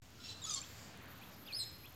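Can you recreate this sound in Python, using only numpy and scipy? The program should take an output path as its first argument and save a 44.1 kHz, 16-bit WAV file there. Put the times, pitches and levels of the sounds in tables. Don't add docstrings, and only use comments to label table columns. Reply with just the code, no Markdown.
import sys
import numpy as np
from scipy import signal
from scipy.fft import rfft, irfft
from scipy.io import wavfile
from scipy.ndimage import uniform_filter1d

SR = 44100
rng = np.random.default_rng(int(sys.argv[2]) if len(sys.argv) > 2 else 0)


def nominal_scale(level):
    x = np.asarray(level, float) / 20
    return 10 ** x


def master(y):
    cut = np.clip(np.atleast_2d(y).T, -1, 1)
    pcm = np.round(cut * 32767)
    wavfile.write(sys.argv[1], SR, pcm.astype(np.int16))


N = 85995
T = np.arange(N) / SR

# (time [s], length [s], start pitch [Hz], end pitch [Hz], level [dB])
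GURGLES = [
    (.451, .009, 1145, 1130, -48),
    (.463, .031, 1310, 1275, -46),
    (.503, .04, 1235, 1195, -43),
    (.556, .036, 1098, 1090, -46),
]
# (frequency [Hz], level [dB])
GURGLE_THROAT = [(1200, -3), (2400, -17), (3700, -5), (4900, -3), (6100, -7), (7400, -7), (8700, -13),
                 (11000, -22)]
# (time [s], pitch [Hz], level [dB])
RASP = [
    (.2, 1333, -65),
    (.233, 1325, -65),
    (.24, 1333, -56.5),
    (.28, 1344, -55),
    (.325, 1330, -53.5),
    (.345, 1348, -62.5),
    (.41, 1380, -65.5),
]
# (frequency [Hz], level [dB])
RASP_THROAT = [(1330, -18), (2100, -16), (2750, -4), (4000, -2), (5300, -5), (6700, -10), (8000, -12),
               (9500, -30)]
# (time [s], frequency [Hz])
BEAK = [
    (.24, 5300),
    (.27, 5300),
    (.29, 4000),
    (.42, 4000),
    (.47, 5150),
    (.495, 5100),
    (.51, 6100),
    (.545, 5900),
    (.57, 4600),
]
# (time [s], length [s], pitch [Hz], level [dB], octave level [dB])
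SQUEAKS = [
    (.298, .008, 3715, -64, 8),
    (.417, .02, 3740, -50, -5),
    (.439, .018, 3420, -50, 6),
    (.494, .008, 3355, -49, 9),
    (.5445, .0065, 3680, -47, 13),
]
# (time [s], length [s], start pitch [Hz], end pitch [Hz], level [dB])
PEEPS = [
    (.188, .032, 1410, 1400, -65),
    (1.453, .014, 3300, 3500, -62),
    (1.464, .008, 4900, 5000, -61),
    (1.513, .01, 4850, 5000, -63),
]
# (time [s], pitch [Hz], level [dB])
LEAD = [
    (1.462, 2400, -68),
    (1.473, 2750, -59),
    (1.477, 3750, -54),
    (1.482, 3500, -59),
    (1.487, 2900, -51),
    (1.494, 2650, -56),
    (1.51, 2500, -56),
    (1.521, 2400, -56),
    (1.523, 2400, -70),
]
# (time [s], pitch [Hz], level [dB])
WHISTLE = [
    (1.5225, 2700, -56),
    (1.526, 4150, -46),
    (1.537, 4450, -40),
    (1.543, 4620, -50),
    (1.55, 4920, -41),
    (1.56, 5100, -43),
    (1.568, 5150, -37),
    (1.586, 5090, -36),
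    (1.59, 5060, -60),
]
# (time [s], length [s], start pitch [Hz], flick-up pitch [Hz], level [dB])
TRILL = [
    (1.589, .011, 3800, 4480, -43),
    (1.6, .011, 3650, 4450, -41.5),
    (1.611, .012, 3550, 4400, -41),
    (1.623, .012, 3150, 4200, -43),
    (1.635, .008, 2900, 3950, -46),
]
# (time [s], level [dB])
CHIRPS = [
    (.613, -56),
    (1.21, -57),
    (1.834, -56.5),
]
# (time from start [s], pitch [Hz], level [dB])
CHIRP = [
    (0, 2300, -10),
    (.004, 2350, -4),
    (.018, 2620, 2),
    (.022, 2950, -9),
    (.029, 3400, 0),
    (.036, 3650, -12),
]
# (time [s], length [s], level [dB])
BUZZ = [(1.021, .03, -67), (1.081, .06, -64), (1.151, .037, -64), (1.212, .089, -63.5),
        (1.311, .041, -63.5), (1.361, .08, -63), (1.451, .249, -62.5), (1.712, .058, -63),
        (1.781, .08, -62.5), (1.871, .04, -63), (1.921, .01, -62), (1.94, .03, -62.5)]
# (time [s], level [dB])
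TICKS = [
    (.105, -48),
    (.623, -53),
    (.975, -42),
    (1.0135, -48),
    (1.0585, -46),
    (1.228, -50),
    (1.232, -50),
    (1.729, -46),
]
# (frequency [Hz], density [dB per Hz])
TOWN = [(82, -24), (140, -8), (183, 1), (216, -2), (300, -3.5), (349, -6), (515, -7.5), (4370, -14),
        (5000, -22.5), (6500, -46), (11000, -120)]
# (time [s], level [dB])
SWELL = [
    (.018, -64),
    (.2, -60.5),
    (.5, -57.5),
    (.8, -57),
    (1.0, -56),
    (1.2, -58),
    (1.5, -57),
    (1.95, -62),
]
# (frequency [Hz], density [dB per Hz])
RUMBLE = [(15, -48), (25, -13), (27, -33), (32, -21), (81, 3), (119, 4), (170, -6), (220, -44), (370, -120)]
# (frequency [Hz], density [dB per Hz])
LEAVES = [(1760, -47), (3000, -20), (4090, -40), (4660, 1.5), (6260, -9), (7030, -3), (9580, -23.5),
          (11900, -8.5), (15500, -18)]
# (time [s], level [dB])
GUST = [
    (.018, -72),
    (.2, -64.5),
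    (.7, -61.5),
    (.95, -64),
    (1.05, -74),
    (1.95, -77),
]
# (frequency [Hz], density [dB per Hz])
HISS = [(2940, -33), (5000, -15), (5240, -5), (6850, -3.5), (8440, -14), (15600, -12.5)]

GURGLE_ROUGH, SQUEAK_ROUGH, RASP_ROUGH = .27, .2, .5
RASP_AIR_DB, GURGLE_AIR_DB = -1.5, -8
BEAK_DB, BEAK_WIDE_HZ = 8, 500
EDGE_S = .0015
FLICK_S, TRILL_SAG_HZ_PER_S = .0028, 22000
TRILL_RING_HZ, TRILL_RING_WIDE_HZ = 4250, 1100
WOBBLE_DB, DRIFT_DB = 1.2, 3
BUZZ_HZ, BUZZ_START_HZ, BUZZ_SAG_S = 12600, 14400, .27
BUZZ_RING_HZ, BUZZ_RING_DB = 330, 0
BUZZ_RATE_HZ, BUZZ_SCATTER_DB = 110, 1.5
STROKE_S, STROKE_ON = .0102, .8
ECHO_T60_S, ECHO_DB = .75, -10
EARLY_T60_S, EARLY_DB = .12, -5.5
SLAP_S, SLAP_T60_S, SLAP_DB = .068, .04, -17


def bird():
    call = rough_call()
    peeps = voice(notes(PEEPS), [(1, 0.0041)])
    lead = voice(curve(LEAD), [(1, 0.0064), (2, -20)], 2 * SQUEAK_ROUGH)
    whistle = voice(curve(WHISTLE), [(1, 0.012), (2, -17)])
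    return call + peeps + lead + whistle + trill()


def rough_call():
    low, rasp = notes(GURGLES), curve(RASP)
    breath = noise(RASP_THROAT, flicker_db=2.5)
    rasp_air = nominal_scale(RASP_AIR_DB) * rasp[1] * breath
    gurgle_air = nominal_scale(GURGLE_AIR_DB) * low[1] * unit(band(breath, 6000, 4200))
    squeaks = np.zeros(N)
    for t0, length, hz, db, octave_db in SQUEAKS:
        orders = [(1, 0), (2, octave_db), (3, octave_db - 21)]
        squeaks += voice(notes([(t0, length, hz, hz, db)]), orders, SQUEAK_ROUGH)
    gurgles = voice(low, stack(low, GURGLE_THROAT), GURGLE_ROUGH)
    rasps = voice(rasp, stack(rasp, RASP_THROAT), RASP_ROUGH)
    return gurgles + rasps + rasp_air + gurgle_air + squeaks


def trill():
    track = notes(TRILL, flick=True)
    ring_db = -6 * ((track[0] - TRILL_RING_HZ) / TRILL_RING_WIDE_HZ * 2) ** 2
    return voice(track, [(1, ring_db), (2, -7)], SQUEAK_ROUGH)


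def voice(track, orders, rough=0.):
    hz, gain = track
    phase = 2 * np.pi * np.cumsum(hz * (1 + 0.023 * rough * walk(400))) / SR
    total = np.zeros(N)
    for k, db in orders:
        r = rough * min(k / 4, 1.5)
        shake = nominal_scale((WOBBLE_DB + DRIFT_DB * r) * walk(90)) * (1 + r * walk(500))
        total += nominal_scale(db) * shake * np.sin(k * phase + k * k)
    return np.sqrt(2) * gain * total


def stack(track, throat):
    beak_hz = np.interp(T, *np.array(BEAK).T)
    levels = []
    for k in range(1, 11):
        hz = k * track[0]
        lift = BEAK_DB * np.exp(-.5 * ((hz - beak_hz) / BEAK_WIDE_HZ) ** 2)
        levels.append(colour(throat, hz) + lift)
    total = 10 * np.log10(sum(nominal_scale(db) ** 2 for db in levels))
    return [(k, db - total) for k, db in enumerate(levels, 1)]


def far_bird():
    return sum(voice(curve(CHIRP, t0, db), [(0.99, 0.0084)]) for t0, db in CHIRPS)


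def houses(x):
    def tail(t60):
        return unit(rng.standard_normal(N) * 1000. ** (-T / t60)) / np.sqrt(N)

    diffuse = nominal_scale(ECHO_DB) * band(tail(ECHO_T60_S), 4900, 5600)
    scatter = nominal_scale(EARLY_DB) * band(tail(EARLY_T60_S), 4500, 9000)
    slap = nominal_scale(SLAP_DB) * np.roll(tail(SLAP_T60_S), int(SLAP_S * SR))
    return x + signal.fftconvolve(x, diffuse + scatter + slap)[:N]


def insect():
    hz = BUZZ_HZ + (BUZZ_START_HZ - BUZZ_HZ) * np.exp(-np.maximum(T - BUZZ[0][0], 0) / BUZZ_SAG_S)
    ring = np.sqrt(2) * np.sin(2 * np.pi * np.cumsum(hz + BUZZ_RING_HZ * walk(2500)) / SR)
    scrape = unit(band(rng.standard_normal(N), BUZZ_HZ - 100, 2900))
    bursts = np.zeros(N)
    for t0, length, db in BUZZ:
        strokes = uniform_filter1d(1. * ((T - t0) / STROKE_S % 1 < STROKE_ON), size=30)
        bursts += nominal_scale(db) * gate(t0, length) * strokes
    return unit(nominal_scale(BUZZ_RING_DB) * ring + scrape) * nominal_scale(BUZZ_SCATTER_DB * walk(BUZZ_RATE_HZ)) * bursts


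def ticks():
    x = np.zeros(N)
    for t0, db in TICKS:
        x[int(t0 * SR)] = nominal_scale(db)
    x = band(x, 11100, 7800)
    return x * nominal_scale(max(db for _, db in TICKS)) / np.abs(x).max()


def traffic():
    rumble = nominal_scale(-60.5) * noise(RUMBLE, flicker_db=1.0)
    hum = noise(TOWN, flicker_db=2.0) * swell(SWELL)
    return rumble + hum


def leaves():
    return noise(LEAVES, flicker_db=5.0) * swell(GUST)


def microphone_hiss():
    return nominal_scale(-70) * noise(HISS, flicker_db=1.2)


def noise(table, flicker_db):
    f = np.arange(1, N // 2 + 2) * SR / N
    shaped = irfft(rfft(rng.standard_normal(N)) * nominal_scale(colour(table, f)), N)
    centres = 30 * 2 ** np.arange(0, 9.6, .5)
    return unit(sum(band(shaped, hz, hz * 0.41) * nominal_scale(flicker_db * walk(12.24)) for hz in centres))


def swell(rows):
    return nominal_scale(np.interp(T, *np.array(rows).T))


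def curve(rows, t0=0, db=0):
    s, hz, level = np.array(rows, float).T
    return np.interp(T - t0, s, hz), nominal_scale(np.interp(T - t0, s, level, -200, -200) + db)


def notes(rows, flick=False):
    hz, gain = np.full(N, 1000.), np.zeros(N)
    for t0, length, hz0, hz1, db in rows:
        t = np.clip(T - t0, 0, length)
        glide = 1 - np.exp(-t / FLICK_S) if flick else t / length
        sag = flick * TRILL_SAG_HZ_PER_S * t
        hz = np.where(T >= t0, hz0 + (hz1 - hz0) * glide - sag, hz)
        gain = gain + nominal_scale(db) * gate(t0, length)
    return hz, gain


def gate(t0, length):
    return np.sin(np.pi / 2 * np.clip(np.minimum(T - t0, t0 + length - T) / EDGE_S, 0, 1)) ** 2


def walk(rate):
    k = int(SR / rate)
    steps = np.repeat(rng.standard_normal(N // k + 1), k)
    w = uniform_filter1d(uniform_filter1d(steps, k), k)[:N]
    return w / w.std()


def colour(table, hz):
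    f, db = np.array(table, float).T
    return np.interp(np.log(hz), np.log(f), db)


def band(x, hz, width_hz):
    f = np.arange(N // 2 + 1) * SR / N
    return irfft(rfft(x) * np.exp(-.5 * ((f - hz) / width_hz * 2) ** 2), N)


def unit(x):
    return x / np.sqrt(np.mean(x ** 2))


def scene():
    background = microphone_hiss() + traffic() + leaves()
    birds = houses(bird() + far_bird())
    return (birds + insect() + ticks() + background)[None]


def low_pass(x):
    return signal.sosfilt(signal.butter(12, 15750, fs=SR, output="sos"), x)


def record(dry):
    start_s = 0.019
    mix = dry * (T >= start_s) - .0005
    return low_pass(mix)


dry = scene()
out = record(dry)
master(out)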